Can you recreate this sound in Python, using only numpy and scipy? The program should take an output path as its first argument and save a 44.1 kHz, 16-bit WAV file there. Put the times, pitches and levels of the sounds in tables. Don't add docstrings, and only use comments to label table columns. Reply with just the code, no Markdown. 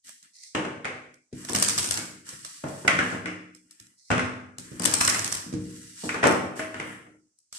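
import sys
import numpy as np
from scipy import signal
from scipy.fft import rfft, irfft, next_fast_len
from scipy.io import wavfile
from scipy.ndimage import uniform_filter1d, map_coordinates

SR = 44100
rng = np.random.default_rng(int(sys.argv[2]) if len(sys.argv) > 2 else 0)


def digitize_waveform(pressure):
    field = np.atleast_2d(pressure).T
    bounded = np.clip(field, -1, 1)
    quanta = np.round(bounded * 32767).astype(np.int16)
    wavfile.write(sys.argv[1], SR, quanta)


N = 334278
TOP_HZ = 15500
T, HZ = np.arange(SR) / SR, np.fft.rfftfreq(SR, 1 / SR)


def amp(db):
    return 10 ** (np.asarray(db) / 20)


def unit(x):
    return x / np.sqrt(np.mean(x ** 2) + 1e-20)


def along(points, hz):
    point_hz, values = np.transpose(points)
    return np.interp(np.log(hz + 1), np.log(point_hz + 1), values)


def peak(hz, centre_hz, half_width_hz):
    return 1 / (1 + ((hz - centre_hz) / half_width_hz) ** 2)


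def colour(parts, size=SR):
    hz = np.fft.rfftfreq(size, 1 / SR)
    return np.sqrt(sum((amp(db) * unit(amp(along(points, hz)))) ** 2 for points, db in parts))


def add(track, at_s, sound):
    start = max(round(at_s * SR), 0)
    track[:, start:start + sound.shape[1]] += sound[:, :max(N - start, 0)]


# (frequency [Hz], correlation [-1..1])
PORT_CORRELATION = [(60, 0.93), (200, 0.78), (400, 0.69), (750, 0.075), (1400, -0.2), (2500, 0.19),
                    (5000, -0.093)]
def noise(gain, size=SR):
    hz = np.fft.rfftfreq(size, 1 / SR)
    angle = np.arccos(along(PORT_CORRELATION, hz)) / 2
    mid, side = np.exp(2j * np.pi * rng.random((2, len(hz)))) * [np.cos(angle), np.sin(angle)]
    return irfft(np.array([mid + side, mid - side]) * gain, size) * np.sqrt(size)


# (frequency [Hz], T60 [s])
ROOM_DECAY = [(210, 0.81), (560, 0.72), (1500, 0.68), (4000, 0.58), (10000, 0.54)]
# (frequency [Hz], gain [dB])
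TAIL_SPECTRUM = [(60, -5.5), (120, -0.5), (600, -1.5), (1200, 1)]
def echo(gain, build_s=0.00043):
    hz, t, bands = signal.stft(noise(gain * amp(along(TAIL_SPECTRUM, HZ))), SR, nperseg=256)
    decay = amp(-60 * t / along(ROOM_DECAY, hz)[:, None])
    tail = signal.istft(bands * decay, SR, nperseg=256)[1][:, :SR]
    return tail * (1 - np.exp(-T / build_s))


def reverb(x):
    room = echo(1)
    return signal.fftconvolve(x[:1], room / np.linalg.norm(room[0]), axes=1)[:, :N]


def ripple(depth_db, size=SR, spacing_hz=170):
    hz = np.fft.rfftfreq(size, 1 / SR)
    peaks = map_coordinates(rng.standard_normal(1024), [hz / spacing_hz], mode="mirror")
    return unit(amp(depth_db * peaks * hz / (hz + 900)))


def burst(gain, rise_s, size=SR):
    rises = np.arange(min(size, 2048)) / SR / rise_s
    force = (rises * np.exp(1 - rises)) ** 2
    rms = np.sqrt(np.mean(gain ** 2) * np.mean(force ** 2))
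    return unit(noise(gain, size)[:, :len(force)] * force) * rms


def wobble(rate_hz):
    knots = rng.standard_normal(int(N * rate_hz / SR) + 4)
    return map_coordinates(knots, [np.arange(N) * rate_hz / SR])


def stick_slip(catch_db, grain_db):
    return unit(amp(catch_db * wobble(90) + grain_db * wobble(1100)))


def swing(length_s):
    return np.sin(np.pi * np.clip(T / length_s, 0, 1)) ** 0.54


# (frequency [Hz], density [dB])
CRACK_SPECTRUM = [(900, -42.5), (3000, -9.5), (5200, -1), (6500, -2), (8000, 3.5), (10000, -6),
                  (12000, -14.5), (14200, -23), (16000, -58)]
SCRAPE_SPECTRUM = [(400, -5), (900, -4.5), (1250, 0.5), (2100, -3), (3200, -5.5), (9000, -54.5)]
def tick(rise_s, ripple_db, size=512):
    tone = colour([(CRACK_SPECTRUM, 0), (SCRAPE_SPECTRUM, -10)], size)
    return burst(tone * ripple(ripple_db, size, spacing_hz=458), rise_s, size)


def flicks(count, spread_db):
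    out = np.zeros((2, N))
    for at_s, strength in zip(rng.random(count), rng.standard_normal(count)):
        add(out, at_s, tick(rise_s=0.00038, ripple_db=4) * amp(spread_db * min(strength, 2)))
    return unit(out[:, :SR])


# (frequency [Hz], density [dB])
THUMP_SPECTRUM = [(25, -50), (55, -21.5), (95, 2), (150, -4.5), (280, 0), (400, -10), (700, -26),
                  (1500, -73.5)]
# (frequency [Hz], half-width [Hz], boost [dB])
RUB_MODES = [(1350, 38, 5), (1864, 270, 7), (2870, 73, 6.5)]
# (start [s], end [s], level [dB], relative edge scrape [dB])
SLIDES = [(0.039, 0.12, -48, -8.5), (0.216, 0.27, -66.5, 10.5), (1.335, 1.54, -49, -1.5),
          (2.244, 2.376, -46.5, -3.5), (2.381, 2.633, -46.5, -14.5), (2.621, 2.886, -48.5, -4),
          (2.957, 3.16, -48, -17), (3.611, 3.963, -68, 6.5), (4.6, 4.863, -54, 1.5),
          (5.58, 5.99, -50.5, -8), (5.931, 6.16, -42, -16), (6.555, 6.616, -41.5, -0.5),
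          (6.717, 6.968, -56.5, 12.5), (7.523, 7.622, -41, -20)]
def slides():
    rub = np.zeros((2, N))
    ticks = flicks(count=220, spread_db=-1.5) * amp(-6)
    octaves = np.log2(np.clip(HZ, 4000, 9000) / 7000)
    singing = amp(sum(db * peak(HZ, hz, width_hz) for hz, width_hz, db in RUB_MODES))
    for start, end, db, edge_db in SLIDES:
        tone = colour([(CRACK_SPECTRUM, -2), (SCRAPE_SPECTRUM, edge_db - 5),
                       (THUMP_SPECTRUM, edge_db - 12)])
        friction = noise(tone) + np.roll(ticks, rng.integers(SR), axis=1)
        tilt_db = (6.5 + 0.52 * edge_db) * octaves * (HZ / (HZ + 2000)) ** 2
        hiss = irfft(rfft(friction) * singing * amp(tilt_db), SR)
        add(rub, start, amp(db) * swing(end - start) * hiss)
    rub *= stick_slip(catch_db=2, grain_db=2.5)
    return rub * amp(-3) + reverb(rub)


# (time [s], level [dB], left minus right [dB])
EDGE_SNAPS = [(0.092, -43, -23.5), (0.227, -45, -7), (1.141, -55.5, -18), (1.449, -32, -7),
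              (1.494, -26.5, -5), (1.549, -15, -1), (1.559, -18.5, -2.5), (1.624, -9.5, 3.5),
              (1.685, -15, -5.5), (1.694, -17, -6.5), (1.778, -17.5, 0), (1.784, -15, -4),
              (1.909, -15, 4.5), (1.94, -23.5, 4), (1.973, -22.5, -2), (2.29, -32, -4),
              (2.448, -28.5, -6.5), (2.876, -24, -1.5), (3.548, -43.5, -5), (3.709, -42.5, 5),
              (3.799, -39.5, -5), (4.583, -29.5, 1.5), (4.796, -28, 9.5), (4.82, -26.5, 11),
              (4.834, -26.5, -4.5), (4.852, -15.5, 13), (4.856, -13.5, 12.5), (4.938, -11.5, 9),
              (5.049, -17.5, -7.5), (5.076, -12, -2.5), (5.097, -14.5, -4), (5.192, -24.5, -11),
              (5.244, -19, -1.5), (5.324, -18, -4), (5.35, -25.5, 11.5), (6.27, -19, -1),
              (7.387, -55, 10.5), (7.526, -32.5, 1)]
def snaps(rise_s=0.0012, spread_s=0.0036, bounce_s=0.0017, ripple_db=3, size=2048):
    direct, to_room = np.zeros((2, N)), np.zeros((2, N))
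    edge = colour([(CRACK_SPECTRUM, -3), (SCRAPE_SPECTRUM, -11)], size)
    sheen_db = 5 * np.fft.rfftfreq(size, 1 / SR) / TOP_HZ
    for at_s, db, pan_db in EDGE_SNAPS:
        crack = burst(edge * amp(db + sheen_db) * ripple(ripple_db, size), rise_s, size)
        crack *= amp(-2.3) * amp([[pan_db / 2], [-pan_db / 2]])
        add(to_room, at_s, burst(edge * amp(db), spread_s, size) * np.sqrt(rise_s / spread_s))
        add(direct, at_s, crack)
        add(direct, at_s + bounce_s, 0.82 * crack)
        for late_s in rng.exponential(0.015, size=4):
            add(direct, at_s + late_s, tick(rise_s, ripple_db) * amp(db - 12))
    return direct + reverb(to_room) * amp(1.5)


# (frequency [Hz], density [dB])
RASP_SPECTRUM = [(1300, -29), (2000, -10), (2900, -23.5), (3800, -17), (4250, -3), (4600, -5), (5400, -5.5),
                 (8700, -9.5), (13000, -33.5)]
# (start [s], end [s], level [dB])
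PACKET_PULLS = [(0.333, 0.507, -49), (3.973, 4.133, -55.5)]
def pulls():
    rasp = np.zeros((2, N))
    for start, end, db in PACKET_PULLS:
        add(rasp, start, swing(end - start) * noise(colour([(RASP_SPECTRUM, db)])))
    rasp *= stick_slip(catch_db=2, grain_db=4)
    return rasp * amp(-4) + reverb(rasp) * amp(-3)


# (frequency [Hz], level [dB], T60 [s])
STACK_MODES = [(1079, -6, 0.059), (1473, 2.5, 0.06), (2065, 3.5, 0.031), (2460, -2.5, 0.028)]
def deck_ring(packet_hz, rise_s, reach_hz=500, scatter_db=1.5):
    t = T[:SR // 8]
    hz, db, t60_s = np.transpose(STACK_MODES)[:, :, None]
    gain = amp(db + scatter_db * rng.standard_normal(hz.shape)) * np.sqrt(peak(hz, packet_hz, reach_hz))
    phase = 2 * np.pi * rng.random(hz.shape) + 0.5 * rng.standard_normal((2,) + hz.shape)
    modes = gain * amp(-60 * t / t60_s) * np.sin(2 * np.pi * hz * t + phase)
    return modes.sum(axis=1) * (1 - np.exp(-t / rise_s))


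# (frequency [Hz], level [dB])
STANDING_WAVES = [(108, -31.5), (142, -25), (181, -23), (199, -25), (251, -21.5), (309, -23), (467, -24),
                  (508, -28.5), (567, -27), (637, -25), (770, -28.5), (885, -26), (1067, -23)]
def standing_waves(tone, scatter_db=5):
    hz, db = np.transpose(STANDING_WAVES)
    gain = np.interp(hz, HZ, tone) * amp(db + scatter_db * rng.standard_normal(len(hz)))
    phase = 2 * np.pi * rng.random(len(hz)) + rng.standard_normal((2, len(hz))) * hz / 900
    ringing = np.exp(2j * np.pi * hz[:, None] * T) * amp(-60 * T / along(ROOM_DECAY, hz)[:, None])
    return ((gain * np.exp(1j * phase)) @ ringing).real


# (frequency [Hz], density [dB])
HOLLOW_SPECTRUM = [(120, -59), (330, 0.5), (480, 0), (680, 0), (950, -5), (1600, -20), (3000, -73)]
CLACK_SPECTRUM = [(200, -68.5), (750, -15), (1100, 3.5), (1500, 6.5), (2200, 4), (2800, 0), (3700, -10.5),
                  (12000, -75)]
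EDGE_SPECTRUM = [(1000, -48.5), (3000, -3.5), (5000, 4), (8200, 2.5), (10000, -4.5), (12000, -29.5),
                 (16000, -39)]
# (time [s], card level [dB], palm level [dB], packet resonance [Hz], hand resonance [Hz])
PACKET_KNOCKS = [(.549, -19, -23, 2900, 393), (0.649, -31.5, -33.5, 1560, 505),
                 (0.846, -31, -43.5, 1930, 450), (.853, -25, -33.5, 2300, 564),
                 (1.496, -42, -29.5, 1130, 410), (1.546, -26, -30.5, 1710, 276),
                 (1.973, -32, -38, 2180, 293), (2.637, -36.5, -26.5, 1513, 610),
                 (2.848, -36, -25, 1480, 490), (2.879, -11, -29, 2100, 680), (2.989, -17, -28.5, 1680, 252),
                 (3.123, -31, -30.5, 1420, 242), (3.258, -25, -37.5, 2075, 300),
                 (4.103, -19.5, -20, 1090, 90), (4.114, -17.5, -24.5, 1356, 130),
                 (4.18, -23.5, -35.5, 1396, 181.6), (4.194, -22, -35, 1650, 180),
                 (4.798, -36, -32, 1100, 270), (4.853, -27, -30.5, 1820, 274),
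                 (5.08, -22.5, -40.5, 1930, 700), (5.146, -25.5, -40.5, 1980, 570),
                 (6.035, -60, -27.5, 1100, 450), (6.092, -23.5, -45, 2220, 500),
                 (6.143, -24.5, -30.5, 1480, 387), (6.229, -19.5, -19.5, 1888, 610),
                 (6.238, -13, -16, 1260, 662), (6.25, -17.5, -16.5, 1400, 390),
                 (6.594, -25.5, -34, 1750, 440), (6.743, -31.5, -40.5, 1500, 265),
                 (6.799, -27.5, -36, 2110, 313), (7.064, -56.5, -50, 1500, 523)]
def knocks(lead_s=0.0012, ring_t60_s=0.21, click_hz=3300):
    out = np.zeros((2, N))
    click_db = 5 / (1 + (click_hz / (HZ + 1)) ** 4)
    for at_s, card_db, palm_db, packet_hz, cup_hz in PACKET_KNOCKS:
        hardness_db = card_db - palm_db
        contact_s = 0.0026 * np.clip(np.exp(0.062 * (9.5 - hardness_db)), 0.85, 2)
        tight_db = -6 * max(np.log2(cup_hz / 300), 0)
        tone = colour([(THUMP_SPECTRUM, palm_db + tight_db),
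                       (HOLLOW_SPECTRUM, palm_db + 0.24 * hardness_db),
                       (CLACK_SPECTRUM, card_db - 2), (EDGE_SPECTRUM, card_db - 16)])
        bending = peak(HZ, packet_hz, 200)
        cupped = peak(HZ, cup_hz, 0.2 * cup_hz)
        tone *= amp(5 * bending + 6 * cupped) * ripple(depth_db=2.5)
        clack = burst(tone * amp(4 * bending + click_db), contact_s)
        boost_db = 0.28 * hardness_db
        add(out, at_s - lead_s, clack * amp(max(boost_db, 0) - 6))
        add(out, at_s, deck_ring(packet_hz, contact_s / 2) * amp(card_db + boost_db - 7))
        ring = noise(tone) * amp(-10 - 60 * T / ring_t60_s)
        room = (echo(tone) + standing_waves(tone)) * amp(-8.5)
        add(out, at_s, (ring + room) * (1 - np.exp(-T / contact_s / 2)))
    return out


# (frequency [Hz], density [dB])
SKIN_SPECTRUM = [(25, -31), (60, -7.5), (130, -2), (230, -6), (330, -3), (700, -35), (1500, -71.5)]
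# (time [s], level [dB])
HAND_PATS = [(1.327, -32.5), (2.329, -46.5), (2.638, -34), (2.929, -28.5), (3.8, -54.5), (4.583, -39),
             (4.716, -34.5), (5.461, -36), (5.526, -26), (5.536, -26)]
def pats(contact_s=0.0022, ring_t60_s=0.09):
    out = np.zeros((2, N))
    tone = colour([(SKIN_SPECTRUM, 0), (HOLLOW_SPECTRUM, -20),
                   (CLACK_SPECTRUM, -21), (EDGE_SPECTRUM, -18)])
    for at_s, db in HAND_PATS:
        add(out, at_s, burst(tone, contact_s) * amp(db - 3))
        ring = noise(tone) * amp(-4 - 60 * T / ring_t60_s)
        room = (echo(tone) + standing_waves(tone)) * amp(-9)
        add(out, at_s, (ring + room) * (1 - np.exp(-T / contact_s)) * amp(db))
    return out


# (start [s], end [s], level [dB])
CARD_CASCADES = [(1.478, 2.072, -32), (4.818, 5.43, -32)]
def cascades(attack_s=0.018, release_s=0.24):
    hiss, flutter = np.zeros((2, N)), np.zeros((2, N))
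    tone = colour([(CRACK_SPECTRUM, -8), (SCRAPE_SPECTRUM, -11)])
    for start, end, db in CARD_CASCADES:
        flow = amp(db) * np.clip(np.minimum(T / attack_s, (end - start - T) / release_s), 0, 1)
        add(hiss, start, flow * noise(tone * ripple(depth_db=3)))
        flexing = noise(colour([(THUMP_SPECTRUM, -12)]))
        ticks = flicks(count=55, spread_db=5.5) * amp(-3.5)
        add(flutter, start, flow * (flexing + ticks))
    cards = hiss * stick_slip(catch_db=8, grain_db=4) + flutter
    return cards * amp(-1.5) + reverb(cards)


# (frequency [Hz], density [dB])
HUSH_SPECTRUM = [(100, 0.5), (600, -18), (4000, -8.5), (8000, -8.5), (16000, -34)]
def scene():
    cards = knocks() + pats() + snaps() + cascades() + pulls() + slides()
    return cards + noise(colour([(HUSH_SPECTRUM, -73)], N), N)


# (frequency [Hz], level [dB])
NOISE_THRESHOLD = [(290, -79.5), (480, -70.5), (1600, -76), (8000, -101.5), (13000, -103)]
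def suppress(x, depth_db=-16, steepness=1.8):
    hz, _, bands = signal.stft(x, SR, nperseg=512)
    power = np.mean(np.abs(bands) ** 2, axis=0)
    power = uniform_filter1d(power, size=2, axis=0)
    power = np.abs(uniform_filter1d(power, size=6, axis=1))
    margin = (power / amp(along(NOISE_THRESHOLD, hz))[:, None] ** 2) ** steepness
    gain = np.maximum(margin / (1 + margin), amp(depth_db))
    return signal.istft(bands * gain, nperseg=512)[1][:, :N]


# (frequency [Hz], left minus right [dB])
PORT_BALANCE = [(250, 0.5), (2200, 1), (4500, -2), (6000, -10), (8000, 5.5), (12000, 2.5)]
def record(dry, low_cut_hz=53):
    size = next_fast_len(N + 4096)
    hz = np.fft.rfftfreq(size, 1 / SR)
    ports = amp(np.outer([0.5, -0.5], along(PORT_BALANCE, hz)))
    heard = irfft(rfft(dry, size) * ports, size)[:, :N]
    heard = signal.sosfilt(signal.butter(4, low_cut_hz, "high", fs=SR, output="sos"), heard)
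    clipped = np.clip(suppress(heard), -1, 1)
    return irfft(rfft(clipped, size) * (hz < TOP_HZ), size)[:, :N]


dry = scene()
out = record(dry)
digitize_waveform(out)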